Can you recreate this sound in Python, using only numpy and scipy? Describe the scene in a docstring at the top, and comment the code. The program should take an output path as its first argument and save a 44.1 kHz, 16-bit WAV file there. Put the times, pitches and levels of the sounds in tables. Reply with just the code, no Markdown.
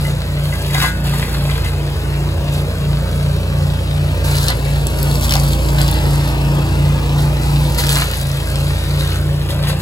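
"""Mulcher in a forest

A petrol twin drives a mulcher rotor a few metres to the left. Its firing orders drone, and a rotor hum
just under the fifth order beats with it in a steady throb. Teeth shred brush in bursts, stems crack
against the steel hood; the ground mirrors the drone and the trees scatter the rest back."""
import sys
import numpy as np
from scipy import signal
from scipy.fft import rfft, irfft
from scipy.io import wavfile
from scipy.ndimage import uniform_filter1d, map_coordinates

SR = 44100
rng = np.random.default_rng(int(sys.argv[2]) if len(sys.argv) > 2 else 0)


def pcm_store(signal):
    """Save signal as 16-bit PCM."""
    levels = np.round(np.clip(np.atleast_2d(signal), -1, 1) * 32767)
    wavfile.write(sys.argv[1], SR, levels.astype(np.int16).T)


N = 432621
T = np.arange(N) / SR
BIN_HZ = np.arange(N // 2 + 1) * SR / N + 1e-3


def undb(db):
    """Gain of a level in dB."""
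    return 10 ** (np.asarray(db) / 20)


def curves(table):
    """Columns of a time table, sample by sample."""
    times, *columns = np.transpose(table)
    return [np.interp(T, times, column) for column in columns]


def gains(points):
    """Gain at every spectral bin from (Hz, dB) points."""
    hz, db = np.transpose(points)
    return undb(np.interp(np.log(BIN_HZ), np.log(hz), db))


def colour(x, points):
    """x shaped by a spectrum; rms 1."""
    shaped = irfft(rfft(x) * gains(points), N)
    return shaped / np.sqrt(np.mean(shaped ** 2))


def walk(rate_hz):
    """Random steps, smoothed twice; spread near 1."""
    hold = int(SR / rate_hz)
    steps = np.repeat(rng.standard_normal(N // hold + 1), hold)
    return 1.09 * uniform_filter1d(uniform_filter1d(steps, hold), hold)[:N]


def bursts(rows, idle_db, attack_s=0.0058, release_s=0.025):
    """Gain that rises, holds and decays for each (start s, length s, dB) row, over an idle level."""
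    power = np.full(N, undb(2 * idle_db))
    for start, length, db in rows:
        rise = np.clip((T - start) / attack_s, 0, 1)
        fall = np.exp(-np.maximum(T - start - length, 0) / release_s)
        power += (undb(db) * rise * fall) ** 2
    return np.sqrt(power)


def place(out, start_s, peak_db, shape):
    """Adds one event to out at a given peak level."""
    part = out[int(start_s * SR):int(start_s * SR) + len(shape)]
    part += undb(peak_db) * shape[:len(part)] / np.abs(shape).max()


# Each row: time in seconds, engine cycle rate in Hz, engine level in dB.
ENGINE_RUN = [(0, 29.47, -31.5), (.35, 29.54, -30), (.95, 28.9, -31), (1.5, 28.86, -29.5),
              (1.8, 29.46, -30), (2.7, 29.35, -29), (3.0, 29.19, -29), (3.9, 29.59, -29.5),
              (4.25, 29.4, -27), (4.55, 28.91, -28.5), (5.1, 29.16, -27.5), (5.45, 28.93, -26.5),
              (6.3, 29.12, -26), (6.7, 29.49, -26.5), (7.6, 29.56, -27), (7.85, 29.2, -28),
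              (8.15, 28.32, -32.5), (8.45, 28.44, -29.5), (8.95, 29.5, -29.5), (9.81, 29.52, -30)]
# The swinging head. Each row: time in seconds, lead at the left microphone port in ms,
# facing (0-1, exhaust side toward the listener), rotor hum in dB re engine level.
HEAD_SWING = [(0, 0.16, 0.46, 6.5), (1.25, 0.099, 0.4, 4.5), (2.1, .15, 0.6, 8.5), (3.0, 0.15, 0, 5),
              (4.2, 0.18, 0.43, 5.5), (5.3, .22, 1, 4.5), (6.0, .21, 1, 5), (6.9, 0.19, 1, 6.5),
              (7.8, 0.18, 0.84, 6.5), (8.2, 0.17, .2, 5), (9.0, 0.15, 0.27, 8.5), (9.5, .12, 0, 10.5),
              (9.81, 0.11, 0.11, 5.5)]
# Each row: multiple of the cycle rate, dB re engine level, dB added at full facing, slow waver in dB.
STRONG_ORDERS = [(2, 3.5, 0.5, 0), (3, 4.5, -6.5, 2.5), (4, -5, -5.5, 3), (6, -1, -9, 3),
                 (8, -9.5, -3.7, 3.5), (11, -8.5, 3.1, 0), (19, -13, -4.7, 3.5)]
# Each row: multiple of the cycle rate, dB re engine level.
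FAINT_ORDERS = [(1, -29), (7, -17), (9, -17), (10, -13), (12, -24.5), (13, -17), (14, -17.5), (16, -23.5),
                (18, -26), (21, -19.5), (28, -24), (32, -25), (41, -23.5), (46, -35)]
ODD_LEAD_TURNS = 0.1
def firing_orders(cycles, engine_db, facing, fifth_db=5, fifth_facing_db=-6.5):
    """Harmonics of the engine cycle; uneven burning shakes the higher strong orders more."""
    def tone(turns, db):
        return np.sqrt(2) * undb(engine_db + db) * np.sin(2 * np.pi * turns)
    out = tone(5 * cycles + ODD_LEAD_TURNS, fifth_db + fifth_facing_db * facing)
    for order, db, facing_db, waver_db in STRONG_ORDERS:
        turns = order * cycles + order % 2 * ODD_LEAD_TURNS + 0.012 * order * walk(5)
        out += tone(turns, db + facing_db * facing + waver_db * walk(3) + 1.55 * walk(7))
    for order, db in FAINT_ORDERS:
        turns = order * cycles + rng.random() + 0.085 * walk(5)
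        out += tone(turns, db + 3 * walk(2.92))
    return out


# Every second quiet moment of the throb, in seconds.
THROB_DIPS_S = [-.098, .587, 1.293, 2.009, 2.735, 3.44, 4.184, 4.916, 5.603, 6.351, 7.036, 7.766, 8.472,
                9.145, 9.849]
def rotor_hum(cycles, level_db):
    """Hum at twice the rotor rate, slipping one wave per throb behind order 5. Returns hum, rotor turns."""
    throbs = np.interp(T, THROB_DIPS_S, 2 * np.arange(len(THROB_DIPS_S)))
    waves = 5 * cycles - throbs
    hum = -np.sin(2 * np.pi * (waves + ODD_LEAD_TURNS))  # opposes order 5 at each dip
    return np.sqrt(2) * undb(level_db) * hum, waves / 2


# Each row: time in seconds, delay of the ground path in ms.
GROUND_DELAY = [(0, 0.98), (.3, 1.46), (.9, 0.93), (1.45, 1.34), (1.8, 2.2), (2.5, 2.07), (3.0, 1.55),
                (4.0, 1.61), (4.5, 1.69), (5.1, 1.08), (7.7, 1.01), (8.4, 1.88), (9.0, 2), (9.3, 2.23),
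                (9.81, 1.86)]
def ground_echo(drone, gain_db=-4.5):
    """The ground mirrors the drone; the delay moves as the head rises and sinks."""
    delay = curves(GROUND_DELAY)[0] * SR / 1000
    return undb(gain_db) * map_coordinates(drone, [np.arange(N) - delay], order=1, mode="nearest")


# Each row: frequency in Hz, relative level in dB.
ROAR_SPECTRUM = [(35, -7), (70, 15), (130, 11), (200, 2.5), (300, 0), (570, 3.5), (750, -5.5),
                 (1500, -10.5), (2600, -16.5), (5000, -17.5), (16000, -28.5)]
def exhaust_roar(cycles, engine_db, above_engine_db=3):
    """Exhaust noise that puffs with two unevenly spaced firings per cycle."""
    puffs = np.exp(-(cycles % 1) / 0.46) + 1.8 * np.exp(-((cycles - 0.375) % 1) / 0.34)
    gas = (1.05 + puffs) * rng.standard_normal(N)
    return undb(engine_db + above_engine_db) * colour(gas, ROAR_SPECTRUM)


# Each row: centre in Hz, width in Hz, dB re engine level, dB added at full facing.
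PANEL_MODES = [(896, 134, -16.5, 7), (2640, 270, -15.5, 3.5)]
def housing_panels(engine_db, facing):
    """Narrow resonances of the housing, shaken at random."""
    out = np.zeros(N)
    for hz, width_hz, db, facing_db in PANEL_MODES:
        ring = signal.lfilter(*signal.iirpeak(hz, hz / width_hz, SR), rng.standard_normal(N))
        out += undb(engine_db + db + facing_db * facing + 1.4 * walk(12)) * ring / ring.std()
    return out


# Each row: start in seconds, length in seconds, typical tick in dB re the weakest shredding grain.
STUB_CONTACTS = [(4.3, 0.14, -4), (4.9, 0.96, 10.5), (7.87, 0.785, 8.5), (9.0, .3, 13)]
def stub_ticks(rotor_turns, spread_db=2.2):
    """One tooth clips a stub on every rotor turn: impulses of random size."""
    turn = np.floor(rotor_turns + 0.3).astype(int)
    size_db = spread_db * rng.standard_normal(int(80 * N / SR))
    strikes = np.diff(turn, prepend=0) > 0
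    return strikes * bursts(STUB_CONTACTS, idle_db=-1.5) * undb(size_db[turn])


def tearing_grains(spread_db, ticks=0, per_s=100, decay_s=0.0014):
    """Envelope of dense small fractures over a steady floor; a few are far louder than the rest."""
    strikes = rng.random(N) < per_s / SR
    sizes = undb(spread_db * np.minimum(rng.exponential(size=N), 3.5))
    grains = signal.fftconvolve(strikes * sizes + ticks, np.exp(-T[:300] / decay_s))[:N]
    return (1.13 + grains) * undb(0.79 * walk(25))


# Torn leaves, twigs and split wood. Each row: frequency in Hz, relative level in dB.
LEAF_SPECTRUM = [(3000, -25), (6000, 0.5), (8500, -2), (12000, -3.5), (16000, -12)]
TWIG_SPECTRUM = [(1200, 4), (2600, -2.5), (3600, 0.5), (4600, 9), (6000, -14), (9000, -28.5)]
WOOD_SPECTRUM = [(300, -18), (800, -6.5), (1500, -5.5), (2200, -7.5), (4000, -4), (16000, -55)]
# Each row: start in seconds, length in seconds, leaf hiss in dB, wood grind in dB re leaf hiss.
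BRUSH_BITES = [(0, .1, -36.5, -3), (0.428, 0.37, -38, 3), (0.727, .16, -31, 5), (0.81, 0.025, -27.5, 1),
               (1.036, 0.21, -34.5, 2), (1.264, 0.33, -38, 3.5), (1.64, 0.043, -34.5, 3),
               (2.517, 0.074, -36, 2), (3.098, 0.27, -46, -7), (4.236, 0.24, -30.5, 0),
               (4.474, 0.031, -31.5, 8.5), (4.542, 0.42, -41, -11), (4.97, 0.56, -35, -9),
               (5.22, .03, -29.5, -8), (5.3, 0.04, -34, 2.5), (5.579, 0.19, -39, -2), (5.772, 0.2, -35, 5),
               (5.98, 0.33, -38.5, 1.5), (6.349, 0.69, -50, 1), (7.176, .07, -36.5, -5),
               (7.407, 0.38, -37, -0.5), (7.778, 0.028, -22.5, 0.5), (7.83, 0.077, -31.5, 1),
               (7.889, 0.054, -26.5, -2), (7.95, .07, -27, 5), (8.022, .2, -33.5, 3),
               (8.25, 0.617, -38.5, 2.5), (8.874, 0.28, -40, 8.5), (8.98, 0.029, -34, -3),
               (9.486, .03, -34, 3), (9.62, .04, -37, 5), (9.667, 0.034, -29, 2.5), (9.79, .05, -36, -2)]
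def shredding(ticks, facing, twig_db=-3.5, twig_facing_db=3):
    """Teeth bite into brush: leaves and twigs tear together, wood splits on grains of its own."""
    tearing = tearing_grains(spread_db=3.3, ticks=ticks)
    leaves = colour(tearing * rng.standard_normal(N), LEAF_SPECTRUM)
    twigs = colour(tearing * rng.standard_normal(N), TWIG_SPECTRUM)
    twigs *= undb(twig_db + twig_facing_db * facing)
    wood = colour(tearing_grains(spread_db=5) * rng.standard_normal(N), WOOD_SPECTRUM)
    leaf_rows = [row[:3] for row in BRUSH_BITES]
    wood_rows = [(start, length, db + wood_db) for start, length, db, wood_db in BRUSH_BITES]
    return bursts(leaf_rows, idle_db=-45) * (leaves + twigs) + bursts(wood_rows, idle_db=-37.5) * wood


# Each row: frequency in Hz, relative level in dB, free T60 in seconds.
HOOD_MODES = [(750, 0, .09), (1035, -1, .12), (1340, -12, .1), (1473, -13, 1.2), (1623, -8, .9),
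              (1976, -4, .16), (2026, 3, .32), (2730, -20, .09), (2950, -6, .07)]
# Each row: start in seconds, peak in dB, tilt in dB per octave, share of the free T60.
STEM_HITS = [(0.05, -16.5, 10, 0.5), (0.37, -25, 17, .4), (0.525, -15, 10, 0.3), (0.70, -20, 14, 0.41),
             (0.748, -7.5, -5, 0.51), (0.82, -9, -2, 0.8), (0.84, -6.5, -10, 0.49), (1.08, -25, 2, .4),
             (1.138, -15.5, -5, 0.44), (1.22, -19.5, 5, 0.48), (1.49, -21, 10, 0.5), (1.649, -24, 6, 0.23),
             (4.502, -10.5, -7, 0.18), (5.355, -9.5, -15, 0.13), (7.783, -20, 5, .2), (7.967, -17, 3, .15),
             (9.02, -21, 2, .3), (9.67, -25.5, 8, 0.25)]
def hood_knocks(attack_s=0.0011):
    """Stems ring the steel hood; each lands elsewhere on the sheet, and brush rubs it as it rings."""
    t, out = T[:SR // 2], np.zeros(N)
    for start, peak_db, tilt_db, share in STEM_HITS:
        ring = np.zeros(len(t))
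        for hz, db, t60_s in HOOD_MODES:
            spot, phase = rng.random(2)
            gain = undb(db + tilt_db * np.log2(hz / 1500) + 3.2 * (spot - 0.5))
            decay = undb(-60 * t / (t60_s * share))
            ring += gain * decay * np.sin(2 * np.pi * (hz * t + phase))
        rub = 1 + 3 * uniform_filter1d(rng.standard_normal(len(t)), 100)
        place(out, start, peak_db, ring * rub * np.minimum(t / attack_s, 1))
    return out


# Each row: start in seconds, peak in dB, centre in Hz.
SHARP_CRACKS = [(.7462, -6, 3140), (.825, -3.5, 3040), (4.3853, -7, 5056), (4.4309, -10, 4600),
                (4.4684, -15.5, 4960), (4.4836, 1, 4680), (4.5017, -5.5, 4647), (4.869, -8, 7480),
                (5.0291, -8, 11380), (5.1126, -11, 4645), (5.1554, -12, 4520), (5.2323, -10, 4310),
                (5.2455, -8, 4300), (5.294, -4.5, 4277), (5.3087, -3, 4300), (5.3224, -0.5, 4150),
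                (5.338, -2, 4300), (5.354, -2.5, 4305), (5.367, -7, 4300), (5.3987, -6, 5460),
                (5.4405, -16, 11300), (5.5329, -10.5, 4653), (5.687, -11.5, 4373), (5.792, -20, 3873),
                (5.815, -5.5, 4685), (5.88, -10, 4447), (5.913, -3.5, 11490), (7.7478, -11, 4640),
                (7.7855, -7, 4920), (7.8392, -13, 4850), (7.867, -6, 4493), (7.8927, -2, 4450),
                (7.9557, -8.5, 4440), (8.3158, -12.5, 4656), (8.5574, -11.5, 4770), (9.075, -14, 4136)]
def sharp_cracks():
    """Sharp pitched clicks: single twig snaps, and quick runs of a tooth striking wood once per turn."""
    t, out = T[:SR // 10], np.zeros(N)
    decay = np.exp(-t / 0.0008) + 0.068 * np.exp(-t / 0.006)
    for start, peak_db, hz in SHARP_CRACKS:
        burst = rng.standard_normal(len(t)) * decay
        click = 0.11 * np.diff(burst, prepend=0)
        ring = signal.lfilter(*signal.iirpeak(hz, Q=1.5, fs=SR), burst)
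        place(out, start, peak_db, click + ring)
    return out


# Each row: start in seconds, peak in dB.
THUD_HITS = [(1.36, -26), (1.948, -10.5), (2.36, -16), (2.929, -23), (7.22, -20), (9.2, -22)]
def thuds(hz=80, decay_s=0.0126):
    """Low thuds: a sine that swells and dies within a few waves."""
    t, out = T[:SR // 2], np.zeros(N)
    thud = np.sin(2 * np.pi * hz * t) * t * np.exp(-t / decay_s)
    for start, peak_db in THUD_HITS:
        place(out, start, peak_db, thud)
    return out


def tree_scatter(x, gain_db=-2.5, t60_s=0.12, band_hz=(370, 6100), patterns=80):
    """Scatter from the trunks, unrelated at the two ports; the pattern keeps changing as the head swings."""
    hop = N // patterns + 1
    band = signal.sosfilt(signal.butter(1, band_hz, "band", fs=SR, output="sos"), x)
    padded = np.pad(band, (hop, 2 * hop))
    decay = undb(-60 * T[:SR // 3] / t60_s)
    decay *= undb(gain_db) / np.sqrt(np.sum(decay ** 2))
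    out = np.zeros((2, len(padded) + len(decay)))
    for i in range(0, N + hop, hop):
        piece = padded[i:i + 2 * hop] * np.sqrt(np.hanning(2 * hop))
        echoes = signal.fftconvolve(piece[None], rng.standard_normal((2, len(decay))) * decay)
        out[:, i:i + echoes.shape[1]] += echoes
    return out[:, hop:hop + N]


# Each row: frequency in Hz, left minus right level in dB.
SIDE_BALANCE = [(60, -1.7), (130, .4), (500, 0.6), (1200, 4), (2500, 2), (5000, 2.5)]
def scene():
    """The mulcher reaches the left port first; trunks scatter its noisy part back to both ports."""
    cycle_hz, engine_db = curves(ENGINE_RUN)
    lead_ms, facing, hum_db = curves(HEAD_SWING)
    cycles = np.cumsum(cycle_hz) / SR
    hum, rotor_turns = rotor_hum(cycles, engine_db + hum_db)
    drone = firing_orders(cycles, engine_db, facing) + hum
    noisy = exhaust_roar(cycles, engine_db) + housing_panels(engine_db, facing)
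    noisy += shredding(stub_ticks(rotor_turns), facing)
    noisy += sharp_cracks() + hood_knocks() + thuds()
    mulcher = drone + ground_echo(drone) + noisy
    half_lead = lead_ms * SR / 2000
    ports = [map_coordinates(mulcher, [np.arange(N) + side * half_lead], order=3, mode="nearest")
             for side in (1, -1)]
    left_gain = np.sqrt(gains(SIDE_BALANCE))
    return irfft(rfft(ports + tree_scatter(noisy)) * [left_gain, 1 / left_gain], N)


# Each row: frequency in Hz, microphone gain in dB.
MIC_RESPONSE = [(5000, 1), (6800, -0.5), (8200, 7), (10000, 6.5)]
SPLIT_HZ, TREBLE_LAG_MS, TOP_HZ = 6160, 0.2198, 15750
def record(dry):
    """Above the split, left carries the right port inverted and late; peaks round off, the top is cut."""
    left, right = rfft(dry) * gains(MIC_RESPONSE)
    low = 1 / (1 + (BIN_HZ / SPLIT_HZ) ** 16)
    inverted = -right * np.exp(-2j * np.pi * BIN_HZ * TREBLE_LAG_MS / 1000)
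    stereo = irfft([low * left + (1 - low) * inverted, right], N)
    rounded = 0.93 * stereo / (1 + stereo ** 6) ** (1 / 6)
    return signal.sosfilt(signal.ellip(12, 0.2, 85, TOP_HZ, fs=SR, output="sos"), rounded)


dry = scene()
out = record(dry)
pcm_store(out)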